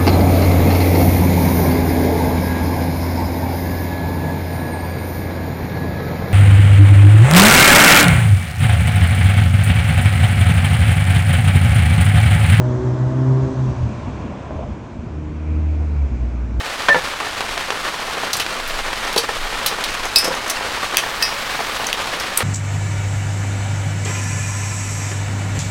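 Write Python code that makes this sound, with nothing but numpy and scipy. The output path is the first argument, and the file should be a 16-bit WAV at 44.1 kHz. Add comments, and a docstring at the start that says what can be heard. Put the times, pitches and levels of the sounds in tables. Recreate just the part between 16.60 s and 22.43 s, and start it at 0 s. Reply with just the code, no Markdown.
"""Lighting a lantern in a rainy tent.

Heavy rain drums on the cloth, heard from inside; fat drips snap overhead; a draught rumbles faintly.
Close by, an oil lantern is handled: its base knocks on a wooden table, a slipping joint squeaks, wire
and sheet metal click, the struck collar chinks. A gas lighter snaps, then hisses faintly."""
import sys
import numpy as np
from scipy import signal
from scipy.fft import rfft, irfft
from scipy.io import wavfile

SR = 44100
rng = np.random.default_rng(int(sys.argv[2]) if len(sys.argv) > 2 else 0)


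def generate_wav(signal):
    """Clip the signal to [-1, 1] and save it as 16-bit WAV at the path in sys.argv[1]."""
    frames = np.transpose(np.atleast_2d(signal))
    scaled = np.clip(frames, -1, 1) * 32767
    pcm = np.round(scaled).astype(np.int16)
    wavfile.write(sys.argv[1], SR, pcm)


N = 257103
TIME = np.arange(N) / SR
AGE = TIME[:SR // 2]   # s since a blow
IGNITE_S = 4.3702

# blows on the collar: start_s, level_db, place (0 rim, 1 side)
COLLAR_BLOWS = [(3.5590, -5, 0.16), (3.6445, -25.5, 1), (4.625, -12, 0.91)]


def from_db(db):
    """Decibels to gain."""
    return 10 ** (np.asarray(db) / 20)


def unit_rms(x):
    """Scale to rms 1."""
    return x / np.sqrt(np.mean(x ** 2) + 1e-20)


def cut(x, kind, hz, order=2):
    """Low-, high- or band-pass."""
    hz = np.clip(hz, 10, .47 * SR)
    return signal.sosfilt(signal.butter(order, hz, kind, fs=SR, output="sos"), x + 1e-18)


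def noise(kind, hz):
    """Filtered noise, rms 1."""
    return unit_rms(cut(rng.standard_normal(N), kind, hz))


def colour(x, spectrum, fft_size=2 ** 19):
    """Shape by a spectrum of (freq_hz, gain_db); rms 1."""
    hz, db = np.transpose(spectrum)
    bins_hz = np.maximum(np.fft.rfftfreq(fft_size, 1 / SR), 1)
    gain = from_db(np.interp(np.log(bins_hz), np.log(hz), db))
    return unit_rms(irfft(rfft(x, fft_size) * gain)[:N])


def resonate(x, hz, width_hz):
    """One resonance, peak gain 1."""
    r = np.exp(-np.pi * width_hz / SR)
    feedback = [1, -2 * r * np.cos(2 * np.pi * hz / SR), r * r]
    return signal.lfilter(np.array([1, 0, -1]) * (1 - r * r) / 2, feedback, x)


def fade(t60_s):
    """Free decay after a blow."""
    return np.exp(-np.log(1000) * AGE / t60_s)


def swell(start_s, length_s, attack_s, t60_s):
    """Rise, hold for the rest of the length, decay."""
    age = TIME - start_s
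    return np.clip(age / attack_s, 0, 1) * np.exp(-np.log(1000) * np.maximum(age - length_s, 0) / t60_s)


def ring(modes, uneven_db=2.5):
    """Struck modes (freq_hz, level_db, t60_s); their shares vary from blow to blow."""
    out = np.zeros(len(AGE))
    for k, (hz, db, t60_s) in enumerate(modes):
        gain = (-1) ** k * from_db(db + uneven_db * rng.normal())
        out += gain * fade(t60_s) * np.sin(2 * np.pi * hz * AGE)
    return out


def add(out, start_s, sound):
    """Mix a sound in at start_s."""
    at = max(round(start_s * SR), 0)
    out[at:at + len(sound)] += sound[:max(N - at, 0)]


def impacts(per_s, spread_db, cap_sigma=2.9):
    """Random impulses, mostly small, a few large."""
    hits = rng.random(N) < per_s / SR
    return hits * from_db(spread_db * np.minimum(rng.standard_normal(N), cap_sigma))


def scatter(per_s, from_s, to_s, level_db, spread_db, count=24):
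    """Events at uneven gaps: start_s, level_db."""
    starts_s = from_s + np.cumsum(rng.uniform(.2, 1.8, count)) / per_s
    levels_db = level_db + spread_db * rng.standard_normal(count)
    return [(s, db) for s, db in zip(starts_s, levels_db) if s < to_s]


def tent(x, wet_db, first_s=.0077, t60_s=.13):
    """Direct sound plus short reflections from cloth and gear."""
    tail = rng.standard_normal(len(AGE)) * fade(t60_s) * (AGE > first_s)
    tail = cut(tail, "low", 6400, order=1)
    return x + from_db(wet_db) * signal.fftconvolve(x, tail / np.linalg.norm(tail))[:N]


def drop(sharp_hz, cloth_hz=430, muffle_hz=6000):
    """A drop pushes the cloth in: a rounded spike, a slower swing back; peak 1."""
    age = AGE[:SR // 50]
    push = cut(age * np.exp(-2 * np.pi * sharp_hz * age), "high", cloth_hz)
    push = cut(push, "low", muffle_hz, order=1)
    return push / push.max()


def rain(start_db=-26, rise_db_per_s=.3355, flurry_db=1.28, near_per_s=160, echo_s=.0026, echo_gain=.27):
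    """Far drops merge into a wash; near drops and fat drips stay distinct and echo off the table."""
    # wash of small drops: freq_hz, density_db
    wash_spectrum = [(20, -7.5), (33, -5), (50, -9.5), (70, -10.5), (110, -10.5), (150, -14.5),
                     (210, -10.5), (310, -13), (400, -11), (520, -9.5), (700, -8), (1250, -5), (2300, -8),
                     (4200, -12), (6000, -18), (9000, -23), (15500, -35)]
    # fattest drips: start_s, peak_db
    fat_drips = [(.2205, -5.5), (.6025, -7), (.8070, -2.5), (0.9776, -7), (1.1044, -2), (1.8642, -5),
                 (2.331, -6), (4.345, -4.5), (5.806, -6)]
    flurries = unit_rms(cut(rng.standard_normal(N + SR), "low", 22)[SR:])
    level = from_db(start_db + rise_db_per_s * TIME + flurry_db * flurries)
    wash = colour(impacts(per_s=7000, spread_db=2.5) * rng.choice([-1, 1], N), wash_spectrum)
    near, drips, spray = np.zeros((3, N))
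    for sharp_hz in np.geomspace(1200, 3000, num=6):   # slack to taut panels
        hits = impacts(near_per_s / 6, spread_db=4, cap_sigma=2.2)
        panel = signal.oaconvolve(hits, drop(sharp_hz))[:N]
        add(panel, echo_s * rng.uniform(.6, 1.597), echo_gain * panel)
        near += tent(panel, wet_db=-1, first_s=.001, t60_s=.039)
    stray_drips = scatter(per_s=2.2, from_s=0, to_s=TIME[-1], level_db=-12.5, spread_db=1.3)
    for s, db in fat_drips + stray_drips:
        drip = from_db(db) * drop(sharp_hz=2600)
        add(drips, s, drip)
        add(drips, s + echo_s, echo_gain * drip)
        add(spray, s, from_db(db - 15) * fade(t60_s=.047))   # each drip bursts
    downpour = level * (from_db(-.5) * wash + from_db(-5) * unit_rms(near))
    return downpour + drips + spray * noise("band", [500, 3400])


def draught(steady_db=-48, band_hz=(14, 23)):
    """Stirring air: a low turbulent rumble with a few puffs."""
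    # puffs of air: start_s, length_s, level_db
    puffs = [(1.898, 0.34, -31), (2.617, 0.36, -30.5), (3.2, 0.23, -36)]
    flow = sum(from_db(db) * swell(s, length_s, attack_s=.16, t60_s=1) for s, length_s, db in puffs)
    return (from_db(steady_db) + flow) * noise("band", band_hz)


def knock(pitch_hz, hard_hz, clack_db, t60_s, settle_s=.0036):
    """One contact with the table: a clack and ringing boards, brighter when harder."""
    # modes of the boards: pitch_ratio, level_db, t60_ratio
    board_modes = [(.33, -17.5, 1), (.75, -26, 0.5), (1, -1.5, 0.91), (1.32, -18, 0.89), (1.85, 0, 0.41),
                   (2.7, -4, 0.58)]
    clack = cut(rng.standard_normal(len(AGE)), "low", hard_hz, order=1)
    clack = from_db(clack_db) * unit_rms(cut(clack, "high", 290)) * fade(t60_s=.082)
    tilt_db_per_octave = 4.5 * np.log2(hard_hz / 1000)
    boards = ring([(ratio * pitch_hz, db + tilt_db_per_octave * np.log2(ratio / 2), t60_ratio * t60_s)
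                   for ratio, db, t60_ratio in board_modes])
    press = 1 - np.exp(-AGE / settle_s * (hard_hz / 1000) ** 2)   # soft contacts build slowly
    return cut(press * (clack + boards), "low", hard_hz * 1.03)


def base_knocks():
    """The base lands and damps the boards, then rocks back dully and lets them ring."""
    # landings: start_s, level_db, pitch_hz, hard_hz, rock_delay_s, rock_db
    landings = [(0.2847, -3, 570, 3020, .012, -10), (.3443, -7, 510, 2200, .008, -6),
                (2.561, -7.5, 465, 1300, .018, -12), (3.636, -14, 528, 1100, .012, -17),
                (3.675, -8, 526, 900, 0.029, -13)]
    out = np.zeros(N)
    for s, db, pitch_hz, hard_hz, _, _ in landings:
        add(out, s, from_db(db) * knock(pitch_hz, hard_hz, clack_db=-1, t60_s=.047))
    for s, _, pitch_hz, _, delay_s, rock_db in landings:
        add(out, s + delay_s, from_db(rock_db) * knock(pitch_hz, hard_hz=950, clack_db=-6, t60_s=.14))
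    return out


def joint_squeak(pitch_hz=1798, sag_hz_per_s=730, rise_db_per_s=110, waver=.0064):
    """Stick-slip drives one mode; it builds through each slip and sags as the joint slows."""
    # slips of the joint: start_s, length_s, end_db
    slips = [(.288, 0.04, -5), (0.343, 0.034, -18)]
    hz = pitch_hz - sag_hz_per_s * np.clip(TIME - slips[0][0], 0, AGE[-1])
    hz *= 1 + waver * noise("low", 150)
    level = np.zeros(N)
    for s, length_s, end_db in slips:
        left_s = np.clip(s + length_s - TIME, 0, length_s)
        level += from_db(end_db - rise_db_per_s * left_s) * swell(s, length_s, attack_s=.0048, t60_s=.06)
    return level * np.sin(2 * np.pi * np.cumsum(hz) / SR)


def crackle(low_hz, high_hz, t60_s, grit_db=4.5):
    """A quick, dying run of tiny impacts."""
    grit = rng.standard_normal(len(AGE)) * from_db(grit_db * rng.standard_normal(len(AGE)))
    return fade(t60_s) * unit_rms(cut(grit, "band", [low_hz, high_hz], order=1))


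def metal_contacts(collar_hz=4540, wire_hz=13600, tick_hz=6300):
    """Metal hits, the guard wire they ring, and handling ticks: start_s, level_db, pitch_hz, t60_s."""
    # wire and sheet-metal clicks: start_s, level_db, pitch_hz, t60_s, wire_relative_db
    clicks = [(1.731, -11.5, 4850, .063, -16), (1.768, -17, 7400, .04, -12),
              (1.798, -13.5, 3020, 0.11, -22), (2.076, -28, 15000, .095, -12),
              (2.528, -23, 4500, .044, -10), (2.561, -16.5, 3550, 0.071, -22), (2.577, -11, 4530, .1, -18),
              (3.0615, -10.5, 4030, 0.1, -1.5), (3.239, -14.5, 3870, 0.047, -20),
              (3.583, -15.5, 8900, 0.099, -6), (3.643, -17, 5530, .1, -14), (3.898, -14, 6130, .075, -8),
              (5.268, -16.5, 6200, 0.023, -14), (5.329, -3.5, 2750, 0.0073, -25),
              (5.599, -20, 5540, .035, -16), (5.774, -4.5, 8800, 0.025, -14)]
    hits = clicks + [(s, db + 2, collar_hz, .014, -10) for s, db, _ in COLLAR_BLOWS]
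    parts = [(s, db, hz, t60_s) for s, db, hz, t60_s, _ in hits]
    wires = [(s, db + wire_db, wire_hz, .05) for s, db, _, _, wire_db in hits]
    ticks = scatter(per_s=7, from_s=2.9, to_s=3.9, level_db=-26, spread_db=2)
    return parts + wires + [(s, db, tick_hz, .038) for s, db in ticks]


def metal_clicks(band_ratio=1.39, damping=14):
    """Each metal contact, and the igniter's snap, rings its own part and the lantern's frame."""
    # frame resonances: freq_hz, width_hz, gain_db
    frame_modes = [(2610, 250, -4), (3130, 350, -4), (3970, 350, -4), (4600, 350, -4), (5470, 400, -5),
                   (6100, 600, -6), (8600, 1200, -5), (10800, 1200, -2), (13400, 1500, -4)]
    cracks, parts = np.zeros((2, N))
    snap, lighter_body = igniter()
    add(cracks, IGNITE_S, snap)
    add(parts, IGNITE_S, lighter_body)
    for s, db, hz, t60_s in metal_contacts():
        crack = from_db(db) * crackle(hz / band_ratio, hz * band_ratio, t60_s)
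        add(cracks, s, crack)
        add(parts, s, resonate(crack, hz, width_hz=damping / t60_s))
    cracks = cut(cracks, "high", 980)
    frame = sum(from_db(db) * resonate(cracks, hz, width_hz) for hz, width_hz, db in frame_modes)
    return tent(from_db(-9) * cracks + parts + frame, wet_db=-10)


def collar_chinks():
    """The collar rings freely; the place struck sets the balance of its modes."""
    # collar modes: freq_hz, rim_db, side_db, t60_s
    collar_modes = [(1830, -35, -5, .17), (2594, -11.5, -6, .14), (4759, 2, -3, .12), (4887, -9, -6, .15),
                    (5003, -13, -14, .13), (5170, -8, -2, .28), (5462, -21, -8, .19), (5634, -22, -13, .36),
                    (7988, -15, -30, .16), (8034, -20, -30, .16), (8600, -26, -19, .14),
                    (9348, -17, -16, .18), (10241, -25, -22, .22), (10870, -25, -24, .16),
                    (11340, -30, -24, .17), (13630, -27, -25, .12)]
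    out = np.zeros(N)
    for s, db, place in COLLAR_BLOWS:
        modes = [(hz, np.interp(place, [0, 1], [rim_db, side_db]), t60_s)
                 for hz, rim_db, side_db, t60_s in collar_modes]
        add(out, s, from_db(db) * ring(modes))
    return tent(out, wet_db=-15)


def igniter():
    """The lighter's snap and the answer of its hollow body."""
    snap = from_db(6) * crackle(low_hz=2000, high_hz=14000, t60_s=.007)
    return snap, from_db(-2) * resonate(snap, hz=3050, width_hz=1700)


def gas_hiss(level_db=-46.5, hold_s=.85, band_hz=(11500, 17000)):
    """The lighter's turbulent jet, from the snap until the trigger is released."""
    flow = from_db(level_db) * swell(IGNITE_S, hold_s, attack_s=.05, t60_s=.3)
    return flow * noise("band", band_hz)


def scene():
    """Rain all round, the lantern close by; mono."""
    surroundings = rain() + draught()
    lantern = gas_hiss() + joint_squeak() + base_knocks() + collar_chinks() + metal_clicks()
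    return (surroundings + lantern)[None]


def record(dry, cutoff_hz=15900):
    """Clip the hardest clicks, then low-pass steeply."""
    lowpass = signal.ellip(12, .1, 90, cutoff_hz, fs=SR, output="sos")
    return signal.sosfilt(lowpass, np.clip(dry, -1, 1))


dry = scene()
out = record(dry)
generate_wav(out)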